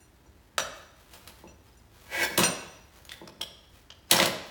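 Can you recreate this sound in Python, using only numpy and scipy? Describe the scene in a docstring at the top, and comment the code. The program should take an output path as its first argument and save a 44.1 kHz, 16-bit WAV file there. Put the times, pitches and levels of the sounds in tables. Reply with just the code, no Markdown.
"""In a hard-walled workshop, steel tire irons lever a knobby tire onto a spoked motorcycle rim.
Impacts of an iron excite the modes of the wheel, and the handles ring until a glove damps them.
Under load the iron creaks by stick-slip friction, then skids twice with a clatter, once ringing loudly,
while the jumping bead makes the tire thump. Rubber rubs softly, a few faint chirps sound,
and the room reverberates over the rumble of ventilation."""
import sys
import numpy as np
from scipy import signal
from scipy.fft import rfft, irfft
from scipy.io import wavfile
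from scipy.ndimage import uniform_filter1d

SR = 44100
rng = np.random.default_rng(int(sys.argv[2]) if len(sys.argv) > 2 else 0)


def store_pcm(level_fs):
    """Save levels as 16-bit WAV."""
    pcm = np.round(np.clip(level_fs, -1, 1) * 32767).astype(np.int16)
    wavfile.write(sys.argv[1], SR, np.atleast_2d(pcm).T)


N = 198753
TIME = np.arange(N) / SR

# impacts of iron on rim; the tip clinks at a pitch set by where it is pinched:
# (time [s], level [dB], body weight [dB], treble weight [dB], clink pitch [Hz], clink re level [dB])
IMPACTS = [(0.5807, -21.5, -2.5, -8.5, 1273, 7), (0.583, -29.5, -6.5, -17, 2330, 4),
           (1.1361, -47, -16, -1.5, 3180, -3), (1.275, -42.5, -7.5, -0.5, 3520, -16),
           (1.474, -60.5, 0, -29, 2650, 17.5), (2.378, -27.5, -18, 9, 3600, -10),
           (2.391, -25.5, -12, 2, 964, 11.5), (2.434, -22, -16, -18, 2613, 5),
           (3.051, -53.5, -1.5, 5.5, 6610, 9), (3.093, -40, -12, -15, 3486, 4),
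           (3.117, -43.5, -14, -4, 1886, 13.5), (3.118, -43, -26, -6, 3470, 11.5),
           (3.275, -44, -4, -8, 5260, 8), (3.411, -39.5, -1.5, -7, 2980, 14),
           (3.4133, -36, -14, -6, 3230, 17.5), (3.415, -37.5, -6.5, -1, 5520, 12.5),
           (3.903, -42, -9, -30, 3220, 7), (4.112, -12.5, -30, 0, 3400, -15),
           (4.166, -30.5, -3, 0, 5510, 17), (4.189, -29, 7.5, -23, 1038, 15.5),
           (4.1999, -17.5, -11, -11, 2013, 7.5), (4.227, -20.5, -9.5, -9, 629, 5.5),
           (4.258, -23.5, -18, -3, 11300, -0.5)]


def amp(db):
    """Amplitude ratio of a level in decibels."""
    return 10 ** (np.asarray(db) / 20)


def unit(x):
    """Normalisation to rms 1."""
    return x / np.sqrt(np.mean(x ** 2) + 1e-20)


def read(points, hz):
    """Interpolation of (frequency [Hz], value) rows on a logarithmic frequency axis."""
    f, value = np.transpose(points)
    return np.interp(np.log(hz + 1), np.log(f + 1), value)


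def add(mix, start_s, sound):
    """Superposition of a sound on the mix."""
    part = mix[max(round(start_s * SR), 0):][:len(sound)]
    part += sound[:len(part)]


def through(x, response):
    """Convolution of a track with an impulse response."""
    return signal.oaconvolve(x, response)[:N]


def wander(size):
    """Random fluctuation of rms 1: a moving average of noise over size samples."""
    return unit(uniform_filter1d(rng.standard_normal(N), size))


def stroke(start, length, db, attack_s, release_s, slope_db_per_s=0):
    """Exponential envelope of one movement: a 60 dB attack, a sloping hold, a 60 dB release."""
    t = TIME - start
    outside = np.maximum(-t, 0) / attack_s + np.maximum(t - length, 0) / release_s
    return amp(db + slope_db_per_s * np.clip(t, 0, length) - 60 * np.minimum(outside, 3))


def colour(points, lumps_db=0, size=4096):
    """Minimum-phase filter of energy 1 with the given spectrum and optional random peaks and dips."""
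    hz = np.fft.rfftfreq(size, 1 / SR)
    ripple = unit(np.convolve(rng.standard_normal(len(hz)), signal.windows.hann(36), "same"))
    lumps = ripple * hz / (hz + 2000)
    log_gain = np.log(amp(read(points, hz) + lumps_db * lumps))
    mirrored = np.concatenate([log_gain, log_gain[-2:0:-1]])
    taps = np.fft.ifft(np.exp(np.conj(signal.hilbert(mirrored)))).real
    return taps / np.linalg.norm(taps)


def chatter(t60, size=8192):
    """Exponentially decaying noise of many tiny contacts, starting at about rms 1."""
    fade = amp(-60 * np.arange(size) / SR / t60)
    x = rng.standard_normal(size) * fade
    # flattening the spectrum keeps every contact equally strong
    for _ in range(2):
        x = irfft(np.exp(1j * np.angle(rfft(x)))) * np.sqrt(fade)
    return unit(x) * np.sqrt(np.mean(fade ** 2))


def grit(per_s, spread_db):
    """Friction as a Poisson process: random snaps of very unequal size."""
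    sizes = amp(spread_db * np.minimum(rng.exponential(1, N), 4))
    return unit(sizes * rng.choice([-1, 1], N) * (rng.random(N) < per_s / SR))


def modes(table, t):
    """Free vibration: one damped sine per row (frequency [Hz], level [dB], t60 [s])."""
    return np.array([amp(db - 60 * t / t60) * np.sin(2 * np.pi * (hz * t + rng.random()))
                     for hz, db, t60 in table])


def resonances(table):
    """Impulse response, of energy 1, of resonators (frequency [Hz], bandwidth [Hz], level [dB])."""
    t = TIME[:SR // 4]
    body = sum(amp(db) * width * np.exp(-np.pi * width * t) * np.cos(2 * np.pi * hz * t)
               for hz, width, db in table)
    return body / np.linalg.norm(body)


def ventilation(level_db=-58):
    """Stationary broadband noise: the low rumble and hiss of the shop's air."""
    # spectrum of the ventilation: (frequency [Hz], relative density [dB])
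    spectrum = [(15, -60), (25, -8.5), (69, 2.5), (129, -8.5), (147, -10.5), (363, -14), (393, -14.5),
                (476, -20.5), (942, -22), (1020, -24), (1770, -25.5), (2730, -34.5), (4980, -44),
                (6540, -63.5), (17000, -63)]
    noise = signal.fftconvolve(rng.standard_normal(2 * N), colour(spectrum))
    return amp(level_db) * noise[N // 2:][:N]


def rubbing(attack_s=0.29):
    """Friction noise of gloves and of rubber stretched over the rim; incoherent sources add in power."""
    # a glove or sleeve brushes the tire: (time [s], relative level [dB])
    brushes = [(0.769, -55.5), (1.01, -58), (1.143, -50), (1.28, -52), (1.39, -58.5), (1.67, -63),
               (2.97, -55.5), (3.13, -53.5), (3.757, -58), (4.47, -56)]
    # spectrum of rubbed rubber: (frequency [Hz], relative density [dB])
    spectrum = [(200, 5), (900, 7), (2000, 4.5), (4000, 2.5), (8000, -2), (17000, -4.5)]
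    hands_power = sum(stroke(start, 0, db - 1.5, attack_s, release_s=0.41) ** 2 for start, db in brushes)
    strain = stroke(start=1.946, length=0.34, db=-62, attack_s=attack_s, release_s=1.5,
                    slope_db_per_s=44.5)
    fidget = amp(-69)  # faint rubbing that never stops
    friction = np.sqrt(hands_power + strain ** 2 + fidget ** 2)
    return through(grit(per_s=7000, spread_db=5) * friction, colour(spectrum))


def ringing_irons(damped_t60=0.059):
    """Handle and shaft of a freed iron vibrate in their normal modes until the glove adds damping."""
    # free vibrations: (time [s], handle [dB], shaft [dB], undamped time [s], handle tilt [dB/octave])
    rings = [(0.004, -67, -70, .06, 10), (0.262, -67, -77, .012, -11), (0.582, -34.5, -45, .045, -20),
             (1.475, -58, -65, .04, -18), (1.772, -63, -72, .006, 5), (2.385, -38, -43, .03, 2),
             (2.433, -31.5, -30.5, .05, -1), (4.14, -42, -46, .15, 2)]
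    # modes of the hollow handle: (frequency [Hz], relative level [dB], t60 [s])
    handle_modes = [(5860, 0, .9), (7090, -3, .6), (8750, -5, .8), (11180, -11, .3), (13680, -20, .25)]
    # bending modes of the steel shaft: (frequency [Hz], relative level [dB], t60 [s])
    shaft_modes = [(757, -5, .4), (1515, -5, .3), (2080, -10, .4), (2700, 1, .3), (2765, -3, .25),
                   (4188, -6, .8)]
    out, t = np.zeros(N), TIME[:SR // 3]
    octaves = np.log2(np.transpose(handle_modes)[0] / handle_modes[0][0])
    for start, handle_db, shaft_db, free_s, tilt_db in rings:
        grip = amp(-60 * np.maximum(t - free_s, 0) / damped_t60)
        handle = amp(handle_db + tilt_db * octaves) @ modes(handle_modes, t)
        shaft = amp(shaft_db) * modes(shaft_modes, t).sum(0)
        add(out, start, grip * (handle + shaft))
    return out


def tire_thumps(push_s=0.0013, t60=0.038, heavy_db=-31):
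    """Each jump of the bead excites heavily damped modes of the carcass; heavy jumps sound deeper."""
    # jumps of the bead: (time [s], level [dB])
    jumps = [(0.257, -61), (0.583, -41), (1.437, -43), (1.494, -54.5), (2.3105, -40), (2.3798, -18),
             (2.3907, -29), (2.424, -36), (3.213, -40), (3.277, -45.5), (3.404, -46), (4.116, -22.5),
             (4.198, -23), (4.225, -32), (4.26, -32)]
    # modes of tire and wheel together: (frequency [Hz], relative level [dB])
    carcass_modes = [(125, -3.5), (170, 2.5), (215, 1), (330, -0.5), (430, -3), (545, -2), (640, -6),
                     (860, -3), (1040, -7.5)]
    out, t = np.zeros(N), TIME[:SR // 4]
    hz, mode_db = np.transpose(carcass_modes)
    polarity = (-1) ** np.arange(len(hz))[:, None]
    swings = polarity * np.sin(2 * np.pi * hz[:, None] * t)
    for start, db in jumps:
        fade = amp(db - 60 * t / t60) * (1 - np.exp(-t / push_s))
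        tilt_db_per_octave = 0.091 * (heavy_db - db)
        weights = amp(mode_db + tilt_db_per_octave * np.log2(hz / hz[1]))
        add(out, start, fade * (weights @ swings))
    return out


def blows():
    """Impact excitation: each contact chatters briefly, and its spot on the rim shapes the spectrum."""
    out = np.zeros(N)
    for start, db, body_db, treble_db, _, _ in IMPACTS:
        # (frequency [Hz], relative density [dB])
        spectrum = [(80, body_db - 27.5), (300, body_db - 9.5), (560, body_db + 14),
                    (880, body_db + 5.5), (1300, body_db + 11.5), (2000, 1), (3400, 5.5), (6500, -2.5),
                    (10000, treble_db + 0.5), (17000, treble_db - 9.5)]
        gain = amp(db) * np.sqrt(1 + amp(body_db) ** 2 + amp(treble_db) ** 2)
        add(out, start, gain * signal.fftconvolve(chatter(t60=0.043), colour(spectrum, lumps_db=4)))
    return out


def wheel(force, ring_db=-51):
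    """Modal response: a contact is heard directly and sets rim, spokes and disc ringing."""
    # modes of the wheel: (frequency [Hz], relative level [dB], t60 [s])
    wheel_modes = [(540, -10, .15), (634, -10, .3), (867, -14, .25), (1035, -10, .2), (1320, -7, .2),
                   (1615, -10, .2), (1990, -8, .2), (2232, -9, .4), (2406, -10, .2), (2512, -9, .3),
                   (2970, -8, .15), (3177, -5, .3), (3440, -5, .15), (3830, -10, .2), (4055, -11, .3),
                   (4560, -8, .25), (5390, -2, .25), (5520, -5, .15), (5825, -5, .35), (7100, -6, .2),
                   (8448, -7, .2), (10140, -6, .2), (11280, -9, .15)]
    response = modes(wheel_modes, TIME[:SR // 2]).sum(0)
    return force + amp(ring_db) * through(force, response)


def clinks(attack_s=0.00059, t60=0.021, buzz_rad=0.72):
    """Damped vibration of the pinched tip, phase-modulated by its buzzing against the rim."""
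    out, t = np.zeros(N), TIME[:SR // 6]
    buzz = buzz_rad * unit(uniform_filter1d(wander(size=40), size=40))
    for start, db, _, _, hz, clink_db in IMPACTS:
        phase = 2 * np.pi * hz * t + buzz[round(start * SR):][:len(t)]
        fade = amp(db + clink_db - 60 * t / t60) * (1 - np.exp(-t / attack_s))
        add(out, start, fade * np.sin(phase))
    return out


def chirps(top_hz=5090, level_db=-66, length_s=0.026, arch=0.023):
    """Frequency glides: tiny whistles whose pitch and amplitude rise and fall along a parabola."""
    # onsets of the whistles: (time [s])
    onsets = [1.675, 1.72, 1.783, 4.07]
    out, u = np.zeros(N), np.linspace(-1, 1, round(length_s * SR))
    turns = np.cumsum(top_hz * (1 - arch * u ** 2)) / SR
    whistle = amp(level_db) * (1 - u ** 2) * np.sin(2 * np.pi * turns)
    for start in onsets:
        add(out, start, whistle)
    return out


def creak(slips_per_s=740, jitter=0.5, shrill_lag_s=0.011, shrill_power=5.1):
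    """Stick-slip on the rim lip drives the iron's resonances, faster and shriller as the push builds."""
    # resonances of the loaded iron: (frequency [Hz], bandwidth [Hz], relative level [dB])
    body_modes = [(350, 120, -11.5), (530, 174, -6.5), (863, 140, -9), (1650, 120, -1), (1950, 54, -1.5),
                  (2219, 30, 5), (2470, 50, -30.5), (2870, 80, -31)]
    # thin overtones that only a hard push excites: (frequency [Hz], bandwidth [Hz], relative level [dB])
    shrill_modes = [(3480, 70, 6), (4400, 120, -2), (5230, 40, 3), (5480, 90, 1), (7100, 60, -6),
                    (8700, 60, -4), (10200, 55, -5), (12500, 35, -5), (13800, 35, -9), (14400, 35, -7),
                    (15400, 45, -4), (16400, 35, -6)]
    push = stroke(start=2.13, length=0.112, db=-32.5, attack_s=0.13, release_s=0.09, slope_db_per_s=65)
    effort = push / push.max()
    slip_rate = slips_per_s * effort ** 0.16 * np.exp(jitter * wander(size=60))
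    slip_count = np.floor(np.cumsum(slip_rate) / SR)
    slips = np.diff(slip_count, prepend=0) * np.sqrt(SR / slips_per_s)
    # burrs on the rim lip make some slips much sharper than others
    burrs = unit(amp(4.5 * wander(size=70)))
    hard_push = np.interp(TIME - shrill_lag_s, TIME, push.max() * effort ** shrill_power)
    snaps = slips * burrs * hard_push
    body = through(slips * push, resonances(body_modes))
    shrill = through(snaps, resonances(shrill_modes))
    return amp(-2) * body + amp(-7) * shrill + amp(-24) * snaps


def skids(release_s=0.15):
    """Sliding friction sprays dense snaps while the iron bounces on the rim, ever more weakly."""
    # the iron skids along the bead: (time [s], length [s], level [dB], attack [s])
    slides = [(2.376, 0.066, -27, .005), (4.115, 0.13, -28, 0.044)]
    # spectrum of the sliding steel: (frequency [Hz], relative density [dB])
    spray_spectrum = [(150, -16.5), (600, 9.5), (2500, 2), (5000, -4), (8000, -3.5), (12000, -21),
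                      (17000, -16)]
    # spectrum of the bounces: (frequency [Hz], relative density [dB])
    rattle_spectrum = [(100, -19.5), (350, -22.5), (800, -3), (2000, -10.5), (3400, -1), (6500, -7),
                       (10000, -11.5), (17000, -16.5)]
    slide = sum(stroke(*row, release_s, slope_db_per_s=-20) for row in slides)
    bounce = sum(stroke(*row, release_s, slope_db_per_s=-96) for row in slides)
    spray = through(grit(per_s=5000, spread_db=5.5) * slide, colour(spray_spectrum))
    contacts = through(grit(per_s=410, spread_db=3.5) * bounce, chatter(t60=0.033))
    bounce_rms = np.sqrt(np.mean(bounce ** 2))
    rattle = through(unit(contacts) * bounce_rms, colour(rattle_spectrum))
    return spray + amp(-0.5) * rattle


def handle_ring(pitch_hz=2910, waver=0.0061):
    """Free vibration: a brief, bright, slightly wavering ring of the handle, cut short by the glove."""
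    harmonics = [(1, -17.5), (2, 4.5), (3, 4.5)]  # (harmonic number, relative level [dB])
    turns = np.cumsum(pitch_hz * (1 + waver * wander(size=90))) / SR
    gain = stroke(start=2.436, length=0.036, db=-33, attack_s=0.02, release_s=0.02)
    return gain * sum(amp(db) * np.sin(2 * np.pi * k * turns) for k, db in harmonics)


def room(x, wet_db=-2, build_s=0.0022):
    """Reverberation: a few hard early reflections and a diffuse tail whose treble dies first."""
    # reverberation time: (frequency [Hz], t60 [s])
    decay_times = [(100, 0.52), (500, 0.72), (1500, 0.75), (3500, 0.76), (6000, 0.72), (9000, 0.48),
                   (16000, 0.23)]
    # starting spectrum of the tail: (frequency [Hz], relative level [dB])
    spectrum = [(100, 9.5), (600, 3.5), (3000, -3), (7000, -4.5), (11000, -1), (17000, 9.5)]
    # reflections from floor, shelves and walls: (delay [s], level [dB])
    reflections = [(.0031, -15), (.0068, -39), (0.0145, -10.5), (0.0202, -18), (.0205, -11)]
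    hz, t, noise = signal.stft(rng.standard_normal(SR), SR, nperseg=256)
    fade = amp(read(spectrum, hz)[:, None] - 60 * t / read(decay_times, hz)[:, None])
    tail = signal.istft(noise * fade, SR, nperseg=256)[1][:SR]
    tail *= 1 - np.exp(-(TIME[:SR] / build_s) ** 2)
    tail *= amp(wet_db) / np.linalg.norm(tail)
    for delay, db in reflections:
        add(tail, delay, amp(db) * np.array([1, 4, 1]) / 5)  # each slightly dulled
    return x + through(x, tail)


def scene():
    """Superposition of the work at the wheel, its reverberation and the ventilation."""
    knocks = wheel(blows() + skids()) + clinks()
    work = knocks + ringing_irons() + handle_ring() + tire_thumps() + creak() + rubbing() + chirps()
    return (room(work) + ventilation())[None]


def record(dry, low_hz=38, high_hz=17700):
    """Band limiting: the microphone cuts the deepest bass and the highest treble."""
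    low_cut = signal.butter(4, low_hz, "highpass", fs=SR, output="sos")
    high_cut = signal.firwin(511, high_hz, window=("kaiser", 9), fs=SR)
    return signal.oaconvolve(signal.sosfilt(low_cut, dry), high_cut[None], "same")


dry = scene()
out = record(dry)
store_pcm(out)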